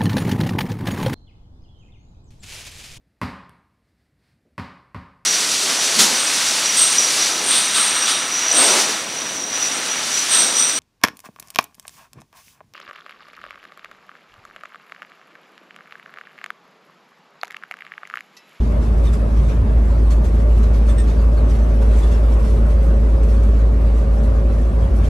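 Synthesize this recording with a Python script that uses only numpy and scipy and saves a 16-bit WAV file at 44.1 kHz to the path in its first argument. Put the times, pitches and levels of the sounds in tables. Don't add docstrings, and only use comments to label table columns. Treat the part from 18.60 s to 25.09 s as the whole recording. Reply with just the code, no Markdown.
import sys
import numpy as np
from scipy import signal
from scipy.fft import rfft, irfft
from scipy.io import wavfile
from scipy.ndimage import uniform_filter1d

SR = 44100
rng = np.random.default_rng(int(sys.argv[2]) if len(sys.argv) > 2 else 0)


def generate_wav(signal):
    frames = np.transpose(np.atleast_2d(signal))
    scaled = np.clip(frames, -1, 1) * 32767
    pcm = np.round(scaled).astype(np.int16)
    wavfile.write(sys.argv[1], SR, pcm)


N = 286198
TIME = np.arange(N) / SR
HZ = np.fft.rfftfreq(N, 1 / SR)

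# rate in Hz, swing of the boom in dB.
BOOM_THROBS = [(4.12, .7), (10.9, .9)]
# centre in seconds, depth in dB, width in seconds.
BOOM_DIPS = [(.045, 2, .025), (.24, 3, .025), (0.57, 7, 0.066), (0.703, 8, 0.024), (1.053, 8, 0.033),
             (1.65, 6, 0.019), (2.556, 6, 0.058), (2.96, 3, 0.026), (3.865, 10, 0.031), (4.582, 9, 0.027),
             (6.29, 8, 0.046)]
# multiple of shaft speed, left and right base levels in dB.
BOOM_OVERTONES = [(2, -37, -37), (3, -45, -44), (3.987, -35.7, -38.5), (13 / 3, -42, -48), (5, -52, -51),
                  (5.41, -52, -50)]
# time in seconds, gain on deep rumble and boom overtones in dB.
SURFACE_ROUGHNESS = [(0, 1), (.5, 0.5), (1.05, 1.5), (1.55, -0.9), (3.05, -1), (3.45, -2.5), (3.95, -0.5),
                     (5.2, -1), (6.49, -0.5)]
# multiple of shaft speed, left and right base levels in dB, left lead in radians.
GEAR_TONES = [(6.5, -51, -44.5, 1.4), (6.58, -52, -56, .2), (7.98, -50.5, -41.5, .7), (9.928, -50, -52, .4),
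              (10.96, -48.5, -53, 1.2), (11.005, -44.5, -53, 2.2), (14, -57.5, -56.5, 1),
              (17.95, -59.5, -56.5, 2), (19.96, -61.5, -56.5, 1.5), (21, -59, -60, 1),
              (22, -63.5, -58.5, 1.5)]
MOTOR_TONE = (9.965, -39.5, -41.5, .4)
# time in seconds, gain in dB.
GEAR_LOAD_DB = [(0, -3.5), (1.0, -11), (1.8, 3.5), (2.2, -0.5), (3.3, 2), (4.1, 0.5), (4.7, 1), (5.2, -0.5),
                (5.75, 5), (6.49, -2)]
# time in seconds, gain in dB.
MOTOR_LOAD_DB = [(0, -10), (1.8, -9.5), (2.2, -2.5), (2.9, -6), (3.27, 2), (3.62, -5), (3.88, 2), (4.1, 0),
                 (4.33, 3.5), (4.97, 1), (5.27, -7), (5.48, 4.5), (6.49, 0)]
# frequency in Hz, relative density in dB.
RUMBLE_SPECTRUM = [(15, -31), (28, -14), (40, -29), (55, -0.5), (70, -4.6), (85, -6.4), (120, -12.5),
                   (140, -12.5), (180, -16.5), (210, -13.5), (260, -16.5), (290, -21), (350, -20),
                   (430, -19.5), (500, -25), (590, -20.5), (750, -32.5), (1000, -66.5)]
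# frequency in Hz, base density in dB.
ROAR_SPECTRUM = [(500, -81.5), (780, -67), (900, -67.5), (1130, -68), (1400, -72.5), (1750, -76),
                 (2000, -80), (2700, -83.5), (3000, -88.5), (4200, -91), (6000, -97.5), (7800, -102),
                 (9200, -98), (11500, -100.5)]
# frequency in Hz, left-right likeness from -1 to 1, left lead in radians.
CABIN_FIELD = [(55, .997, 0), (90, .97, .05), (150, .9, .14), (280, .82, .05), (400, .62, .55),
               (550, .52, .65), (750, .3, 1.2), (1500, .15, 2.5), (2400, .42, .2), (4200, .42, .2),
               (7200, .2, 0), (8600, .55, 0), (10200, -.5, 0), (11500, .25, 0)]
# frequency in Hz, relative gain in dB.
PANEL_SPECTRUM = [(500, -29), (1200, 12.5), (1800, 7.5), (2600, 5), (3500, 4), (4600, 1), (6000, 2.5),
                  (7600, 0), (9200, -2.5), (11500, -1.5)]
# frequency in Hz, width in Hz, boost in dB.
PANEL_MODES = [(3580, 150, 2), (4400, 250, 2), (5400, 250, 2), (6100, 250, 1.5), (8340, 130, 4),
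               (11100, 600, 2)]
# peak time in seconds, relative level in dB, decay in seconds,
# treble over body in dB.
TRIM_CREAKS = [(0.042, -52.5, 0.052, -12), (0.238, -49, 0.087, -3), (0.458, -44.5, 0.067, -4),
               (0.538, -41, 0.02, 6), (0.777, -48.5, 0.043, -4), (0.9, -45, 0.048, -7),
               (1.512, -38, 0.023, 1), (1.654, -42.7, 0.034, 1), (1.755, -52, 0.042, -4),
               (1.98, -47.5, 0.061, -1), (2.038, -49, 0.031, -11), (2.146, -46.5, 0.036, -4),
               (2.296, -44, 0.057, 2), (2.393, -46, 0.041, -4), (2.443, -57, .025, -9),
               (2.498, -45, 0.065, -7), (2.904, -43.5, 0.041, -3), (2.956, -51, 0.024, -3),
               (3.224, -44, 0.024, 1), (3.318, -50, 0.022, 1), (3.392, -45.5, 0.026, 3),
               (3.442, -43.5, 0.039, 0), (3.478, -48, 0.014, -3), (3.523, -45, 0.034, -4),
               (3.736, -50, 0.034, 5), (3.872, -46, 0.1, 0), (4.12, -55, 0.08, 4), (4.637, -45.5, 0.024, 0),
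               (4.703, -47, 0.052, 4), (4.838, -50, 0.04, -8), (5.394, -50.5, 0.062, 1),
               (5.638, -51, 0.048, 4), (5.93, -49, 0.04, 3), (6.368, -49.5, 0.032, 11),
               (6.455, -45, 0.054, -5)]
# peak time in seconds, decay in seconds, pitch in Hz, octave level in dB,
# gain on the other partials in dB, metal ring in Hz, ring level in dB.
JOINT_SQUEAKS = [(.475, .016, 1808, -40.5, -5, 8420, -68), (2.3, .026, 1772, -43.5, -2, 8370, -46),
                 (2.389, .027, 1822, -47.5, 9, 8430, -39.5), (2.445, .02, 1630, -51, -2, 8420, -66),
                 (2.78, .022, 2153, -49.5, -4, 8420, -70), (2.905, .02, 2433, -52, -6, 8420, -66),
                 (3.433, .022, 1750, -44, -5, 8420, -54), (3.527, .016, 1775, -47.5, 1, 8420, -62),
                 (3.54, .016, 2730, -47, -8, 8420, -70)]
# multiple of the pitch, relative level in dB.
JOINT_PARTIALS = [(1, -1), (2, 0), (3, -12), (4, -15), (6, -16)]
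# peak time in seconds, peak level in dB, floor note in Hz.
TRACK_BUMPS = [(.81, -24, 140), (1.05, -20, 83.8), (1.67, -20, 81.9), (2.1, -20, 107.7), (3.84, -25, 217.5),
               (3.975, -18, 85.6), (4.37, -25, 137.5), (4.57, -21.5, 78.4), (4.87, -25, 206.4),
               (6.30, -15, 77), (6.35, -27, 213.4), (6.43, -21, 88)]


def amp(db):
    return 10 ** (np.asarray(db) / 20)


def unit(x):
    return x / np.sqrt(np.mean(x ** 2) + 1e-20)


def curve(rows):
    return np.interp(TIME, *np.transpose(rows))


def spectra(rows):
    hz, *columns = np.transpose(rows)
    return [np.interp(np.log(HZ + 1), np.log(hz + 1), column) for column in columns]


def band(x, reach_hz, order, centre_hz=0):
    return irfft(rfft(x) / (1 + ((HZ - centre_hz) / reach_hz) ** order), N)


def wander(rate_hz):
    white = rng.standard_normal(N)
    return unit(band(white - white.mean(), rate_hz, order=4))


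def noise():
    return rng.standard_normal((2, N)) * np.sqrt(SR / 2)


def tone(turns, left_db, right_db, lead_rad=0):
    angle = 2 * np.pi * (turns + rng.random())
    return np.sqrt(2) * np.array([amp(left_db) * np.sin(angle), amp(right_db) * np.sin(angle - lead_rad)])


def stroke(peak_s, decay_s, rise_ratio, fall_power):
    age = (TIME - peak_s) / decay_s
    exponent = np.where(age < 0, (age / rise_ratio) ** 2, abs(age) ** fall_power)
    return np.exp(-np.minimum(exponent, 20))


def cabin(pair, colour_db):
    likeness, lead_rad = spectra(CABIN_FIELD)
    left, other = rfft(pair)
    right = (likeness * left + np.sqrt(1 - likeness ** 2) * other) * np.exp(-1j * lead_rad)
    return irfft(np.array([left, right]) * amp(colour_db), N)


def patchy(pair, depth_db):
    frames = signal.stft(pair, nperseg=1024, noverlap=768)[2]
    flare = rng.standard_normal(frames.shape[1:])
    flare = uniform_filter1d(flare, size=5, axis=0)
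    flare = uniform_filter1d(flare, size=8, axis=1)
    gain = unit(amp(depth_db * unit(flare)))
    return signal.istft(frames * gain, nperseg=1024, noverlap=768)[1][:, :N]


def boom(shaft_turns, level_db, surface_db, flutter_db=1.3):
    throb_db = sum(db * np.cos(2 * np.pi * (hz * TIME + 0.2 * wander(1.5))) for hz, db in BOOM_THROBS)
    note_db = level_db + throb_db
    for centre_s, depth_db, width_s in BOOM_DIPS:
        note_db -= depth_db * 2 ** -np.minimum((2 * (TIME - centre_s) / width_s) ** 2, 20)
    out = tone(shaft_turns + 0.012 * wander(20), note_db - 0.1, note_db + 0.1)
    for order, left_db, right_db in BOOM_OVERTONES:
        turns = order * shaft_turns + 0.03 * wander(3.6)
        out += tone(turns, left_db, right_db, lead_rad=0.17) * amp(surface_db + flutter_db * wander(2.8))
    return out


def whine(shaft_turns, gear_flutter_db=2.2, motor_flutter_db=1.2):
    def wavering(order, left_db, right_db, lead_rad):
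        turns = order * shaft_turns + 0.05 * wander(5.3) + 0.03 * wander(39)
        return tone(turns, left_db, right_db, lead_rad)
    gears = sum(wavering(*row) * amp(gear_flutter_db * wander(6)) for row in GEAR_TONES)
    motor = wavering(*MOTOR_TONE) * amp(curve(MOTOR_LOAD_DB) + motor_flutter_db * wander(10))
    return gears * amp(curve(GEAR_LOAD_DB)) + motor


def tyres(rumble_db, drone_db, roar_db, wheel_hz=4.12, first_swell_s=0.155, even_out_s=3.2):
    wheel = np.cos(2 * np.pi * wheel_hz * (TIME - first_swell_s))
    floor = cabin(noise(), *spectra(RUMBLE_SPECTRUM)) * amp(-36.5)
    rumble = band(floor, reach_hz=270, order=8)
    tread = band(floor, reach_hz=70, order=4, centre_hz=598)
    tread_swing_db = 5 * np.exp(-TIME / even_out_s)
    drone = (floor - rumble - tread) * amp(0.24 * wheel) + tread * amp(tread_swing_db * wheel)
    roar = patchy(cabin(noise(), *spectra(ROAR_SPECTRUM)), depth_db=2.1)
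    roar *= amp(0.5 * wander(42) + 0.36 * wheel)
    layers = (rumble, rumble_db), (drone, drone_db), (roar, roar_db)
    return sum(sound * amp(db - db.mean()) for sound, db in layers)


def slips(per_s, spread_db, patchy_db, ring_s=0.0045):
    size = amp(spread_db * np.minimum(rng.exponential(1, N), 4))
    onsets = rng.random(N) < per_s / SR
    power = signal.lfilter([1], [1, -np.exp(-1 / (ring_s * SR))], onsets * size ** 2)
    modes_db = sum(db / (1 + (2 * (HZ - hz) / width_hz) ** 2) for hz, width_hz, db in PANEL_MODES)
    ringing = cabin(np.sqrt(power) * noise(), spectra(PANEL_SPECTRUM)[0] + modes_db)
    return unit(patchy(ringing, patchy_db))


def chatter(level_db, flex_db=1.7):
    return slips(per_s=1600, spread_db=1.5, patchy_db=4.5) * amp(level_db + flex_db * wander(9.1))


def creaks(gain_db=2.2, faint_per_s=1.9, faint_decay_s=0.022):
    slots_s = np.arange(0, N / SR, 1 / faint_per_s)
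    faint_times_s = slots_s + rng.random(len(slots_s)) / faint_per_s
    faint = [(peak_s, -54 + rng.standard_normal(), faint_decay_s, 0) for peak_s in faint_times_s]
    rubbing = slips(per_s=3000, spread_db=1.2, patchy_db=3.2)
    body = band(rubbing, reach_hz=6000, order=4)
    body_gain = treble_gain = 0
    for peak_s, db, decay_s, bright_db in TRIM_CREAKS + faint:
        jolt = amp(db + gain_db) * stroke(peak_s, decay_s, rise_ratio=0.38, fall_power=1.05)
        body_gain += jolt * amp(-bright_db / 2)
        treble_gain += jolt * amp(bright_db / 2)
    return body * body_gain + (rubbing - body) * treble_gain


def squeaks(rough_db=3.0, pitch_jitter=0.021, ring_jitter=0.009):
    ring_clock_s = np.cumsum(1 + ring_jitter * wander(300)) / SR
    rub_clock_s = np.cumsum(1 + pitch_jitter * wander(460)) / SR
    out = np.zeros((2, N))
    for peak_s, decay_s, pitch_hz, octave_db, others_db, ring_hz, ring_db in JOINT_SQUEAKS:
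        rub = 0
        for order, partial_db in JOINT_PARTIALS:
            db = octave_db + partial_db + others_db * (order != 2)
            rub += tone(order * pitch_hz * rub_clock_s, db, db, lead_rad=1.0)
        ring = tone(ring_hz * ring_clock_s, ring_db, ring_db)
        out += (rub + ring) * stroke(peak_s, decay_s, rise_ratio=0.31, fall_power=1.14)
    return out * unit(amp(rough_db * wander(150)))


def bumps(decay_s=0.04):
    sway_turns = 0.042 * wander(21)
    out = np.zeros((2, N))
    for peak_s, db, hz in TRACK_BUMPS:
        note = tone(hz * TIME + sway_turns, db, db, lead_rad=0.061)
        out += note * stroke(peak_s, decay_s, rise_ratio=0.36, fall_power=0.66)
    return out


def scene():
    start_hz, cruise_hz, settle_s = 55.1, 54.735, 1.25
    strain_peak_s, build_s, ease_s = 3.39, 0.31, 0.5
    boom_base_db, boom_fall_db_per_s = -11.5, 0.58
    shaft_hz = cruise_hz + (start_hz - cruise_hz) * np.exp(-(TIME / settle_s) ** 2)
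    shaft_turns = np.cumsum(shaft_hz) / SR
    from_peak_s = abs(TIME - strain_peak_s)
    strain = np.exp(-from_peak_s / np.where(TIME < strain_peak_s, build_s, ease_s))
    boom_db = boom_base_db - boom_fall_db_per_s * from_peak_s
    surface_db = curve(SURFACE_ROUGHNESS)
    drive = boom(shaft_turns, boom_db, surface_db) + whine(shaft_turns)
    rolling = tyres(rumble_db=surface_db, drone_db=2 * strain, roar_db=3 * strain) + bumps()
    trim = chatter(level_db=-52 + 5.5 * strain) + creaks() + squeaks()
    return drive + rolling + trim


def record(dry):
    edge_hz = 11880
    fades = signal.windows.tukey(N, 0.0015)
    lowpass = signal.firwin(201, edge_hz, window=("kaiser", 8), fs=SR)
    return signal.oaconvolve(dry * fades, lowpass[None], "same", axes=1)


dry = scene()
out = record(dry)
generate_wav(out)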